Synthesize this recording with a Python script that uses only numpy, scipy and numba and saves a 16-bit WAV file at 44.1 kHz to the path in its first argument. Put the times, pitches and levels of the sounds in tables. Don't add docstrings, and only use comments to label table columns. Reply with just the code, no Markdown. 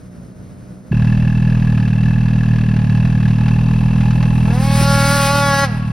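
import sys
import numpy as np
from scipy import signal
from scipy.fft import rfft, irfft, next_fast_len
from scipy.io import wavfile
from scipy.ndimage import uniform_filter1d
from numba import njit

SR = 44100
rng = np.random.default_rng(int(sys.argv[2]) if len(sys.argv) > 2 else 0)


def inscribe(sig):
    pcm = np.round(np.clip(np.atleast_2d(sig).T, -1, 1) * 32767)
    wavfile.write(sys.argv[1], SR, pcm.astype(np.int16))


N = 261057
T = np.arange(N) / SR

CUT_S = .910
SONG_S, SHUT_S = 4.497, 5.64
SIDES = np.array([[1], [-1]])


def undb(db):
    return 10 ** (np.asarray(db) / 20)


def unit(x):
    return x / np.sqrt(np.mean(x ** 2))


def curves(table):
    s, *columns = np.transpose(table)
    return [np.interp(T, s, column) for column in columns]


def noise():
    return rng.standard_normal(N)


def walk(rate):
    k = int(SR / rate)
    once = uniform_filter1d(noise(), k, mode="wrap")
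    return unit(uniform_filter1d(once, k, mode="wrap"))


def colour(x, points, size=16384):
    hz, db = np.transpose(points)
    bins_hz = np.arange(size // 2 + 1) * SR / size
    log_gain = np.log(undb(np.interp(np.log(bins_hz + 1), np.log(hz), db)))
    cepstrum = irfft(log_gain)[:size // 2]
    cepstrum[1:] *= 2
    impulse = irfft(np.exp(rfft(cepstrum, size)))
    return signal.fftconvolve(x, impulse)[:N]


def resonate(x, hz, width):
    return signal.lfilter(*signal.iirpeak(hz, hz / width, fs=SR), x)


def burst(age, decay):
    return (age >= 0) * np.exp(-np.abs(age) / decay)


def buzz(hz, count):
    phase = 2 * np.pi * np.cumsum(hz) / SR
    return sum(np.cos(k * phase) for k in range(1, count + 1)), phase


def surround(envelope, spectrum):
    # f/Hz, level/dB
    all_around = [(60, -35), (150, -6), (380, -8), (700, 3.5), (1300, -3), (2400, -3), (5000, -28.5),
                  (12000, -36)]
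    direct, diffuse = (unit(colour(noise() * envelope, spectrum)) for _ in range(2))
    return direct + SIDES * colour(diffuse, all_around)


def coasting_sled():
    # t/s, f/Hz
    firing_rate = [(0, 62.45), (.25, 58.07), (.38, 61.54), (.48, 59.86), (.6, 61.87), (.9, 61)]
    # f/Hz, relative level/dB
    exhaust_tone = [(50, -30.5), (120, -5.5), (180, -0.5), (240, -11), (400, -26.5), (620, -30), (800, -40),
                    (2000, -32)]
    # f/Hz, relative level/dB
    churn = [(25, -16), (50, 1), (120, 2), (200, 3), (320, -8.5), (600, -17), (850, -24.5), (1500, -24.5),
             (3200, -36.5), (5500, -33.5), (10000, -35.5), (16000, -52)]
    # t/s, f/Hz
    lug_rate = [(0, 123), (.1, 121), (.3, 107.5), (.42, 99), (.5, 98), (.62, 100.5), (.9, 103.5)]
    # f/Hz, relative level/dB
    tunnel = [(150, -16), (300, 2), (400, -4), (500, -0.5), (610, 1.5), (720, -7), (850, -14), (1200, -28)]

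    hz, = curves(firing_rate)
    pulses, _ = buzz(hz * (1 + 0.013 * walk(12.6)), count=24)
    exhaust = unit(colour(pulses * undb(2.0 * walk(71)), exhaust_tone))
    track = surround(undb(1.4 * walk(25)), churn)
    lugs, _ = buzz(*curves(lug_rate), count=9)
    whine = unit(colour(lugs, tunnel)) * undb(1.5 * walk(20))
    mix = undb(-0.5) * exhaust + undb(-0.5) * track + undb(-14.0) * whine
    return mix * undb(-37.5) * (T < CUT_S)


def idling_sled():
    # t/s, firing f/Hz
    idle_rate = [(0.91, 38.68), (1.13, 39.68), (1.64, 40.49), (1.77, 38.14), (2.14, 40.24), (2.75, 38.82),
                 (2.87, 37.14), (3.07, 40.8), (3.15, 38.47), (3.68, 40.22), (3.69, 40.6), (4.1, 40.3),
                 (5.29, 39.5), (5.65, 37.53), (5.72, 39.9), (5.92, 37.63)]
    # f/Hz, width/Hz, signed relative gain
    modes = [(44.3, 5.3, 0.25), (111.7, 18.4, 0.36), (170.4, 198, -0.19)]
    # f/Hz, width/Hz, relative level/dB, lag after the firing/s, lag scatter/s
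    panels = [(838.5, 42, -11, .0105, 0.0005), (1027, 163, -14.5, 0.012, 0.00065),
              (1689, 94, -7, .0095, .0004), (2657, 85, -10, .0145, .0006),
              (2553, 270, -14.5, 0.01, 0.00043), (3906, 120, -23.5, 0.0063, 0.00058),
              (4570, 230, -23.5, 0.012, 0.00039)]
    # f/Hz, relative level/dB
    clatter = [(25, -20), (55, 19.5), (100, 23.5), (200, 20), (350, 4.5), (600, 2.5), (1100, -3.5),
               (1500, -6.5), (2200, -8.5), (3200, -10.5), (4500, -18), (6000, -16.5), (8000, -20.5),
               (11000, -27.5), (16000, -42)]
    thud_db, rattle_start_db, rattle_growth_db_per_s = -13, -34, 0.43
    shift_s, thin_before_db, thin_after_db = 3.33, 1.3, -3.5

    hz, = curves(idle_rate)
    rattle_db = rattle_start_db + rattle_growth_db_per_s * (T - CUT_S)
    thin_db = uniform_filter1d(np.where(T < shift_s, thin_before_db, thin_after_db), size=SR // 6)
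    turns = np.cumsum(hz * (T >= CUT_S)) / SR
    fired = np.flatnonzero(np.diff(np.ceil(turns))) + 1
    force = rng.standard_normal(len(fired)) + 0.59 * (-1) ** np.arange(len(fired))

    def firings(lag, jitter, spread_db):
        late = np.abs(lag + jitter * rng.standard_normal(len(fired)))
        return np.bincount(fired + (late * SR).astype(int), undb(spread_db * force), 2 * N)[:N]

    def flare(pulses, decay):
        return signal.lfilter([1], [1, -np.exp(-1 / (decay * SR))], pulses)

    low_pass = signal.butter(8, 216, fs=SR, output="sos")
    puffs = signal.sosfilt(low_pass, firings(lag=0.00007, jitter=0.00004, spread_db=.5))
    thud = unit(sum(gain * resonate(puffs, centre, width) for centre, width, gain in modes))

    shake = flare(firings(lag=.0075, jitter=.0003, spread_db=1.0), decay=.025)
    steady = 0.24 * (T >= CUT_S)
    rattle = undb(7.0) * surround(steady + shake, clatter)
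    for k, (centre, width, db, lag, jitter) in enumerate(panels):
        blows = firings(lag, jitter, spread_db=1.0)
        chatter = 0.069 * noise() * flare(blows, decay=0.0072)
        ring = resonate(resonate(blows + chatter, centre, width), centre, 5 * width)
        lean = (k == 2) - (k < 2)
        rattle = rattle + unit(ring) * undb(db + thin_db * lean)
    return thud * undb(thud_db) + rattle * undb(rattle_db)


def knocks():
    # t/s, relative level/dB
    clack_times = [(1.0454, -28), (1.775, -29), (1.878, -28), (2.2832, -28.5), (2.4334, -29), (2.559, -27),
                   (2.583, -30), (2.61, -30), (2.7638, -26.5), (2.8956, -33), (2.9727, -27), (3.051, -29),
                   (3.228, -26.5), (3.28, -25), (3.481, -21), (4.0085, -23.5), (4.1077, -24),
                   (4.228, -21.5)]
    # t/s, level/dB, f/Hz
    bump_times = [(.929, -12, 327), (4.814, -10.5, 302)]
    tone = [(300, -4), (900, 11.5), (2500, 6.5), (4500, -1.5), (7000, -9), (16000, -35)]  # f/Hz, level/dB

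    chatter = unit(colour(noise(), tone))
    clacks = sum(undb(db) * burst(T - s, 0.01) for s, db in clack_times) * chatter
    bumps = sum(undb(db) * burst(T - s, 0.0033) * np.sin(2 * np.pi * hz * (T - s))
                for s, db, hz in bump_times)
    return undb(-5.0) * clacks + bumps


def rev_rate():
    # t/s, firing f/Hz
    clutch_rate = [(4.68, 275.9), (4.88, 279.5), (5.05, 277.8), (5.15, 282), (5.25, 276.1), (5.32, 282.3),
                   (5.43, 281.9), (5.55, 277.4), (5.635, 278.8)]
    cruise_hz, run_up_from_s, run_up_hz_per_s = 164.7, 4.31, 340
    knee_hz = 7
    run_down_to_hz, run_down_s = 132.8, 0.17

    held, = curves(clutch_rate)
    free = cruise_hz + run_up_hz_per_s * np.maximum(T - run_up_from_s, 0)
    driven = held - knee_hz * np.logaddexp(0, (held - free) / knee_hz)
    run_down = np.exp(-np.maximum(T - SHUT_S, 0) / run_down_s)
    return run_down_to_hz + (driven - run_down_to_hz) * run_down


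def throttle(full_db, below_db, swell_s):
    open_db_per_s = 190
    shut_drop_db, shut_drop_s, fade_db_per_s = 15, 0.033, 82

    early, on, off = (np.maximum(age, 0) for age in (SONG_S - T, T - SONG_S, T - SHUT_S))
    swell_db = -below_db * np.exp(-on / swell_s)
    release_db = shut_drop_db * np.minimum(off / shut_drop_s, 1) ** 2 + fade_db_per_s * off
    return undb(full_db - open_db_per_s * early + swell_db - release_db)


def revving_sled():
    # f/Hz, relative level/dB
    pipe = [(150, -34.5), (280, -3.5), (430, 3.5), (560, 6), (840, 5), (1120, -0.5), (1400, -1), (1680, -4),
            (1960, -10.5), (2250, -10), (3100, -19.5), (4100, -22), (5700, -21), (8000, -31)]
    # lag/s, level/dB
    trees = [(.0031, 2.5), (.0074, -3), (0.013, 3)]
    # f/Hz, relative level/dB
    rasp_tone = [(200, -14.5), (500, -22), (1400, 2.5), (2300, -0.5), (3200, -1), (5000, 0.5), (6500, -4.5),
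                 (8000, 1), (10500, -2), (13000, -10.5), (16000, -13)]
    # t/s, relative peak level/dB, half length/s
    sprays = [(4.67, -30, 0.022), (4.824, -21.5, .022), (5.073, -19.5, 0.059), (5.23, -18.5, .03)]
    # f/Hz, relative level/dB
    belt = [(2200, -30), (3200, -12), (4000, 0), (4800, 0), (5800, -4), (7000, -20)]
    bright_db, bright_db_per_s = -3.5, 5
    cruise_db, approach_db_per_s = -45.5, 10.5
    grip_s, thinning_db_per_s = 5.4, 5.5

    hz = rev_rate()
    pulses, phase = buzz(hz * (1 + 0.0015 * walk(58)), count=28)
    howl = colour(pulses * undb(1.0 * walk(180)), pipe)
    revved = hz > np.mean([hz.min(), hz.max()])
    howl = howl / np.std(howl[revved])
    upper_db = bright_db + bright_db_per_s * np.maximum(T - SONG_S, 0)
    bright = signal.sosfiltfilt(signal.butter(4, 1250, "high", fs=SR, output="sos"), howl)
    howl = howl + bright * (undb(upper_db) - 1)
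    bright = signal.sosfilt(signal.butter(2, 1900, "high", fs=SR, output="sos"), howl)
    howl = howl + sum(undb(db) * np.interp(T - lag - .00012 * walk(4), T, bright) for lag, db in trees)

    cruise = undb(cruise_db - approach_db_per_s * np.maximum(SONG_S - T, 0)) * (T >= CUT_S)
    thinning = undb(-thinning_db_per_s * np.maximum(T - grip_s, 0))
    drive = np.hypot(throttle(full_db=-19, below_db=23.8, swell_s=0.21) * thinning, cruise)
    spray = sum(undb(db) * np.exp(-.5 * ((T - s) / half) ** 2) for s, db, half in sprays)
    rasp = unit(colour(noise() * (1 + 0.19 * np.cos(phase)), rasp_tone)) * undb(2.1 * walk(28))
    rasp = rasp * np.hypot(drive, spray)

    steady, _ = buzz(hz * (1 + .002 * walk(40)), count=24)
    scream = unit(colour(steady, belt)) * undb(2 * walk(10))
    scream = scream * throttle(full_db=-23.5, below_db=34, swell_s=0.26)
    return howl * throttle(full_db=-6.5, below_db=25.9, swell_s=0.64) + (rasp + scream) * undb(-4.0)


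def forest(x, t60, delay):
    tone = [(300, -15), (600, -8.0), (1100, 4), (2300, 2.0), (5000, -2.5), (10000, -26.0)]  # f/Hz, level/dB
    dull = colour(x, tone)
    tails = rng.standard_normal((2, N)) * undb(-60 * T / t60) * (1 - np.exp(-T / delay))
    return np.array([signal.fftconvolve(dull, tail / np.linalg.norm(tail))[:N] for tail in tails])


def ports(x):
    # f/Hz, lead of the left/rad
    port_lead = [(0, 0), (1500, -.1), (2500, .35), (3700, .1), (4400, .7), (5200, .2), (6200, 1.6),
                 (7000, 3.05), (7900, 3.25), (9600, 6.1), (11300, 6.5), (13000, 9.3), (14400, 9.5),
                 (15500, 12.4)]
    # f/Hz, left minus right level/dB
    port_shade = [(60, 0), (120, -.6), (200, -1), (380, -2), (700, -.6), (1290, 1.5), (2400, .4), (4400, 0)]

    size = next_fast_len(N + SR)
    hz = np.arange(size // 2 + 1) * SR / size
    lead, shade_db = (np.interp(hz, *np.transpose(table)) for table in (port_lead, port_shade))
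    response = undb(SIDES * shade_db / 2) * np.exp(1j * SIDES * lead / 2)
    return irfft(rfft(x, size) * response, size)[:, :N]


def scene():
    far = revving_sled()
    direct = ports(coasting_sled() + idling_sled() + knocks() + far)
    return direct + undb(-15) * forest(far, t60=0.87, delay=0.025)


@njit
def follow(power, attack, release):
    out, level = np.empty(len(power)), 0.
    for i in range(len(power)):
        level += (power[i] - level) / (SR * (attack if power[i] > level else release))
        out[i] = level
    return out


def record(dry):
    listen_hz, threshold_db, squeeze = 349.2, -17.5, 0.7
    attack_s, release_s = 0.042, 0.94
    top_hz = 15900

    heard = signal.sosfilt(signal.butter(4, listen_hz, "high", fs=SR, output="sos"), dry)
    power = follow(uniform_filter1d(np.mean(heard ** 2, axis=0), size=512), attack_s, release_s)
    over = np.maximum(np.sqrt(np.abs(power)) / undb(threshold_db), 1)
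    held = dry * over ** -squeeze
    rounded = held / (1 + (held / .95) ** 8) ** (1 / 8)
    return signal.sosfilt(signal.ellip(8, .2, 70, top_hz, fs=SR, output="sos"), rounded)


dry = scene()
out = record(dry)
inscribe(out)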